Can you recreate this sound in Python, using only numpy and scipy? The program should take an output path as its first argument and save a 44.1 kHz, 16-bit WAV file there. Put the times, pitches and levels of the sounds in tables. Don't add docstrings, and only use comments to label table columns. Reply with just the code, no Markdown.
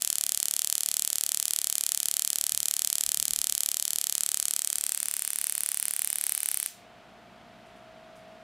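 import sys
import numpy as np
from scipy import signal
from scipy.fft import rfft, irfft
from scipy.io import wavfile
from scipy.ndimage import uniform_filter1d

SR = 44100
rng = np.random.default_rng(int(sys.argv[2]) if len(sys.argv) > 2 else 0)


def magnitude_from_level(level_db):
    exponent = np.asarray(level_db, float) / 20
    return 10 ** exponent


def file_out(sig):
    cols = np.atleast_2d(sig).T
    lim = np.clip(cols, -1, 1)
    pcm = np.round(lim * 32767).astype(np.int16)
    wavfile.write(sys.argv[1], SR, pcm)


N = 371751
TIME = np.arange(N) / SR
SIZE = 2048
HZ = np.arange(SIZE // 2 + 1) * SR / SIZE

# (time [s], count [1])
FIRED = [(0.0216, 0), (0.1557, 5), (0.3207, 11), (0.5924, 21), (1.2639, 46), (1.4547, 53), (1.5888, 58),
         (2.1129, 77), (2.7662, 101), (3.5516, 130), (3.8527, 141), (3.9862, 146), (4.1805, 153),
         (4.784, 175), (5.112, 187), (6.4597, 236), (6.6289, 242), (6.6612, 243)]
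# (time [s], heading [0-3.3], snap level [dB], left minus right [dB])
POSE = [
    (0, 0.84, 2, -1.5),
    (3.4, 0.82, 2.5, -1.5),
    (4.12, 0.78, 1.5, -1.5),
    (4.25, 1.14, 1.5, -1.5),
    (4.62, 1.02, 0.5, -2),
    (4.9, 1.55, 1.5, 1.5),
    (5.2, 1.86, 2, 1),
    (5.9, 1.9, 3.5, -4.5),
    (6.3, 2.96, 4, -1),
    (6.7, 3.3, 3.5, 0),
]
# (frequency [Hz], gain [dB])
FACING = [(250, -11.5), (700, -1), (1000, -5.5), (1500, -16.5), (2200, -6), (3200, 10), (6000, 8.5),
          (7300, 9), (9800, -3.5), (11200, 16.5), (12500, 12), (13600, 4), (15400, -3.5), (16500, -7.5)]


def curve(table, at=TIME):
    s, *columns = np.transpose(table)
    return [np.interp(at, s, c) for c in columns]


def shape(table, hz):
    f, v = np.transpose(table)
    return np.interp(np.log(np.maximum(hz, 1)), np.log(f), v)


def outside(t, start, end):
    return np.maximum(np.maximum(start - t, t - end), 0)


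def unit(x):
    return x / np.sqrt(np.mean(x ** 2))


def band(x, lo_hz, hi_hz):
    return signal.sosfilt(signal.butter(2, [lo_hz, hi_hz], "band", fs=SR, output="sos"), x)


def coloured(x, table):
    n = x.shape[-1]
    return irfft(rfft(x) * magnitude_from_level(shape(table, np.arange(n // 2 + 1) * SR / n)), n)


def causal(db):
    c = irfft(db * np.log(10) / 20, axis=-1)
    c[..., 1:SIZE // 2] *= 2
    c[..., SIZE // 2 + 1:] = 0
    return np.exp(rfft(c, axis=-1))


def late(ms):
    return np.exp(-2j * np.pi * HZ * ms / 1000)


def resonance(centre_hz, width_hz):
    return 1 / (1 + 1j * (HZ ** 2 - centre_hz ** 2) / np.maximum(HZ, 1) / width_hz)


def lay(spectra, times):
    start = np.floor(times * SR).astype(int)
    fraction = (times * SR - start)[:, None]
    shift = np.exp(-2j * np.pi * np.arange(SIZE // 2 + 1) / SIZE * fraction)
    out = np.zeros(N + SIZE)
    np.add.at(out, start[:, None] + np.arange(SIZE), irfft(spectra * shift, axis=-1))
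    return out[:N]


def breakdowns():
    s, count = np.transpose(FIRED)
    chance = rng.standard_normal((3, int(count[-1]) + 1))
    k = np.arange(chance.shape[1])
    times = np.interp(k, count, s) - .00015 + .0003 * chance[0] * (k < k[-1] - 1)
    return times, chance[1], chance[2]


def arc_colour(heading, facing, shrink):
    # (frequency [Hz], gain [dB])
    shifted = [(250, 3), (700, -7.5), (1000, 3.5), (1500, 2.5), (2200, 3), (3200, 8), (5900, 10.5),
               (6700, 16), (8000, 17.5), (10500, 16.5), (12000, 14.5), (13500, 3.5), (15200, 1),
               (16500, -17)]
    # (frequency [Hz], gain [dB])
    averted = [(250, -6.5), (450, -11.5), (820, -2.5), (1050, -5.5), (2000, 3), (3300, 1), (4500, -2.5),
               (6800, 1), (7500, 1), (8400, 13), (10500, 15.5), (12000, 8.5), (13500, 7.5), (15800, -5.5)]
    # (frequency [Hz], width [Hz], depth [dB])
    dips = [(950, 250, -6), (2200, 200, -13), (13600, 600, -11)]
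    edge_glide, dip_glide, path_shrink = .08, .06, .165
    away = 1 - facing
    axes_hz = HZ, HZ * (1 - edge_glide * away), HZ * shrink / (1 - path_shrink)
    colour = 0
    for j, (table, hz) in enumerate(zip((FACING, shifted, averted), axes_hz)):
        share = np.clip(1 - np.abs(np.clip(heading, 0, 2) - j), 0, 1)
        colour = colour + share * shape(table, hz)
    dip_axis_hz = HZ * (1 - dip_glide * away)
    for f, width_hz, db in dips:
        colour = colour + facing * db / (1 + (2 * (dip_axis_hz - f) / width_hz) ** 2)
    knots = rng.standard_normal((len(heading), 17))
    scatter = np.array([np.interp(HZ, np.arange(17) * 1000., r) for r in knots])
    return colour + np.where(HZ > 13000, 2.2, .6) * scatter


def housing_path(facing):
    lead = .2 + .3 * facing
    holdback = -(lead + late(.19)) / (1 + lead * late(.19))
    return holdback * (1j * HZ / (150 + 1j * HZ)) ** 2


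def near_echoes(facing):
    # (delay [ms], share [1, minus = inverted])
    near = [(1.55, .09), (1.82, -.07), (2.06, .05), (2.48, .06)]
    table_top = sum(share * late(ms) for ms, share in near)
    return facing * table_top - (1 - facing) * 0.085 * late(0.412) * (HZ > 7000)


def clutter_and_bounces(at, shrink):
    # (from [s], until [s], extra path before the swing [ms], level [dB])
    surfaces = [
        (0, 4.75, .785, -10),
        (4.9, 5.6, 1.44, -14),
        (6.05, 7, 1.9, -15.5),
    ]
    fade_db_per_s2 = 90
    clutter_ms = np.sort(rng.uniform(1, 4.2, 14))
    total = 0
    for j, ms in enumerate(clutter_ms):
        total = total + (-1) ** j * magnitude_from_level(-22 - 5 * ms) * late(ms * shrink)
    for start, end, ms, db in surfaces:
        level = magnitude_from_level(db - fade_db_per_s2 * outside(at, start, end) ** 2)
        total = total - level * late(ms * shrink)
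    return total


def streamers(snap):
    # (time [s], level [dB])
    early = [(1.1255, -32.0), (1.3439, -37.0), (1.4506, -34.0), (2.6819, -29.0), (2.8186, -36.0),
             (3.0065, -28.0), (3.494, -29.0), (4.2886, -36.0), (4.4228, -33.0), (4.4803, -37.0),
             (4.7244, -36.0)]
    s, db = np.transpose(early)
    return lay(magnitude_from_level(db[:, None] + 14) * snap * resonance(6800, 3000), s)


def room_answer():
    # (frequency [Hz], T60 [s])
    t60 = [(300, 0.5), (2000, 0.74), (6000, 0.34), (12000, 0.24)]
    # (delay [ms], level [dB])
    arrival = [(0, -26), (3, -12), (5, -7), (8, -11), (13, 3), (17, -7), (22, -1.5), (30, -5)]
    # (delay [ms], level [dB])
    walls = [(9.4, -23.5), (10.9, 4), (13.1, -35.5), (15.9, -4), (16.3, -5), (17.4, 0.5), (18.3, -22.5),
             (18.9, -17.5)]
    # (frequency [Hz], gain [dB])
    room_colour = [(100, -17.5), (1000, -13.5), (2500, -3.5), (5000, -2), (8000, 3.5), (11000, -1),
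                   (13000, -3.5), (15500, -4.5), (16000, -33.5)]
    t = np.arange(SR // 2) / SR
    tail = 0
    for hz in 125 * 2 ** np.arange(0, 7.):
        top_hz = min(hz * np.sqrt(2) * (1 + (hz > 7000)), .45 * SR)
        noise = band(rng.standard_normal((2, len(t))), hz / np.sqrt(2), top_hz)
        tail = tail + noise * magnitude_from_level(-60 * np.maximum(t - .03, 0) / shape(t60, hz))
    tail = tail * magnitude_from_level(curve(arrival, t * 1000)[0])
    for ms, db in walls:
        tail[0, int(ms * SR / 1000)] += magnitude_from_level(db) * 2
    mid, side = coloured(tail, room_colour)
    side = magnitude_from_level(-8) * band(side, 6000, 13000)
    return np.array([mid + side, mid - side])


def room(times, kick_db):
    kicks = np.zeros(N)
    kicks[(times * SR).astype(int)] = magnitude_from_level(kick_db)
    kicks[0] = kicks.max()
    turn = np.pi / 2 * curve(POSE)[0] + 0.21 * TIME
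    weights = np.cos(turn), np.sin(turn)
    return sum(signal.fftconvolve((kicks * w)[None], room_answer())[:, :N] for w in weights)


def sparks():
    times, strength_chance, top_chance = breakdowns()
    at = times[:, None]
    heading, db, pan_db = (c[:, None] for c in curve(POSE, times))
    facing = np.clip(2 - heading, 0, 1)
    swing_s, settle_s, path_shrink = 4.62, .7, .165
    shrink = 1 - path_shrink * (1 - np.exp(-np.maximum(at - swing_s, 0) / settle_s))

    strength_db = db + .7 * strength_chance[:, None] - 11
    top_db = .5 * heading + 0.86 * top_chance[:, None]
    tilt_db = top_db * np.clip((HZ - 10500) / 2500, 0, 1)
    holdback = housing_path(facing)
    direct = causal(arc_colour(heading, facing, shrink) + tilt_db + strength_db) * holdback
    front = magnitude_from_level(strength_db) * causal(shape(FACING, HZ) - 4 * HZ / 10000) * holdback
    mid = lay(direct * (1 + near_echoes(facing)) + front * clutter_and_bounces(at, shrink), times)

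    unlike = pan_db / 17.4 - 1j * (2 * facing - 1) * magnitude_from_level(-33)
    side = lay(direct * resonance(8700, 3000) * unlike, times)
    kick_db = -30.5 + 1.49 * heading[:, 0] + .5 * strength_chance - 13.0
    return mid + streamers(direct[0]) + side * np.array([[1], [-1]]) + room(times, kick_db)


def handling():
    # (time [s], level [dB], hold [s])
    rumble = [
        (2.52, -62, .03),
        (2.595, -63, .015),
        (3.058, -60, .03),
        (3.177, -60, 0.044),
        (3.27, -60.5, 0.058),
        (3.376, -59, .03),
        (3.528, -63, .02),
        (3.947, -68, .015),
    ]
    # (time [s], level [dB], length [s])
    rustle = [
        (7.66, -69, .04),
        (7.76, -70, .04),
        (8.157, -61, .004),
        (8.163, -66, .05),
        (8.274, -78, 0.023),
    ]
    edge_s = 0.018
    grip = unit(band(rng.standard_normal((2, N)), 33.07, 190))
    press = sum(magnitude_from_level(d) * np.exp(-outside(TIME, s, s + hold) / edge_s) for s, d, hold in rumble)
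    grip = (grip[0] + .8 * grip[1] * np.array([[1], [-1]])) * press
    swell = sum(magnitude_from_level(d) * (TIME > s) * np.exp(-np.abs(TIME - s) / length) for s, d, length in rustle)
    shake_db = 4 * unit(band(rng.standard_normal(N), 2, 9.3))
    sway = magnitude_from_level(-79.0 + shake_db) * unit(band(rng.standard_normal((2, N)), 28, 89))
    return grip + sway + swell * unit(band(rng.standard_normal(N), 4500, 11000))


def gain_control():
    ducked_db, freed_db, release_s, creep_db_per_s = -10, 1.5, 0.067, 0.46
    since = np.maximum(TIME - FIRED[-1][0], 0)
    held = np.exp(-(since / release_s) ** 2 / 2)
    return magnitude_from_level(freed_db + creep_db_per_s * since + (ducked_db - freed_db) * held)


def motor_whine(lift):
    # (time [s], lower line [dB], upper line [dB])
    lines = [
        (6.8, -74, -68.5),
        (6.972, -69, -70.5),
        (7.27, -72, -69.5),
        (8.028, -62.5, -68),
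        (8.43, -62, -68),
    ]
    lines_hz = (643.4, 701.8)
    free_s = lines[0][0]
    duck = np.where(TIME < free_s, lift / lift[int(free_s * SR)], 1)
    tones = sum(magnitude_from_level(db + 11.5) * np.sin(2 * np.pi * hz * TIME) for hz, db in zip(lines_hz, curve(lines)))
    return tones * duck


def mains_hum():
    # (frequency [Hz], level [dB])
    lines = [(59, -77), (118.5, -72), (188, -70), (227, -69), (585, -73), (761, -74), (1113, -82)]
    wobble = uniform_filter1d(rng.standard_normal((len(lines), N)), 3000) * np.sqrt(3000)
    hum = 0
    for (hz, db), w in zip(lines, wobble):
        hum = hum + magnitude_from_level(db + 3 + 2.5 * w) * np.sin(2 * np.pi * hz * TIME + .8 * w[::-1])
    return hum


def room_hush():
    # (frequency [Hz], density [dB per Hz])
    hush_colour = [(15, -53), (25, -28), (206, -3.5), (451, -8), (591, -8), (641, -1.5), (695, -6),
                   (775, -5), (1040, -9), (1440, -7.5), (1650, -11), (3250, -15), (6210, -27.5),
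                   (13600, -38.5), (15600, -43), (16000, -71.5)]
    side_colour = [(30, 1), (80, -4), (160, -11), (500, -20), (2500, -24), (6000, -12), (12000, -12)]  # (Hz, dB)
    mid, side = coloured(rng.standard_normal((2, N)), hush_colour)
    scale = magnitude_from_level(-59) / np.std(band(mid, 867, 16000))
    side = coloured(side, side_colour)
    return scale * np.array([mid + side, mid - side])


def background():
    lift = gain_control()
    return (room_hush() + mains_hum()) * lift + motor_whine(lift)


def scene():
    return sparks() + handling() + background()


def band_limit(x):
    return signal.sosfilt(signal.butter(12, 16970, fs=SR, output="sos"), x)


def record(dry):
    cut = signal.sosfilt(signal.ellip(8, .3, 60, 16500, fs=SR, output="sos"), dry)
    return band_limit(cut)


dry = scene()
out = record(dry)
file_out(out)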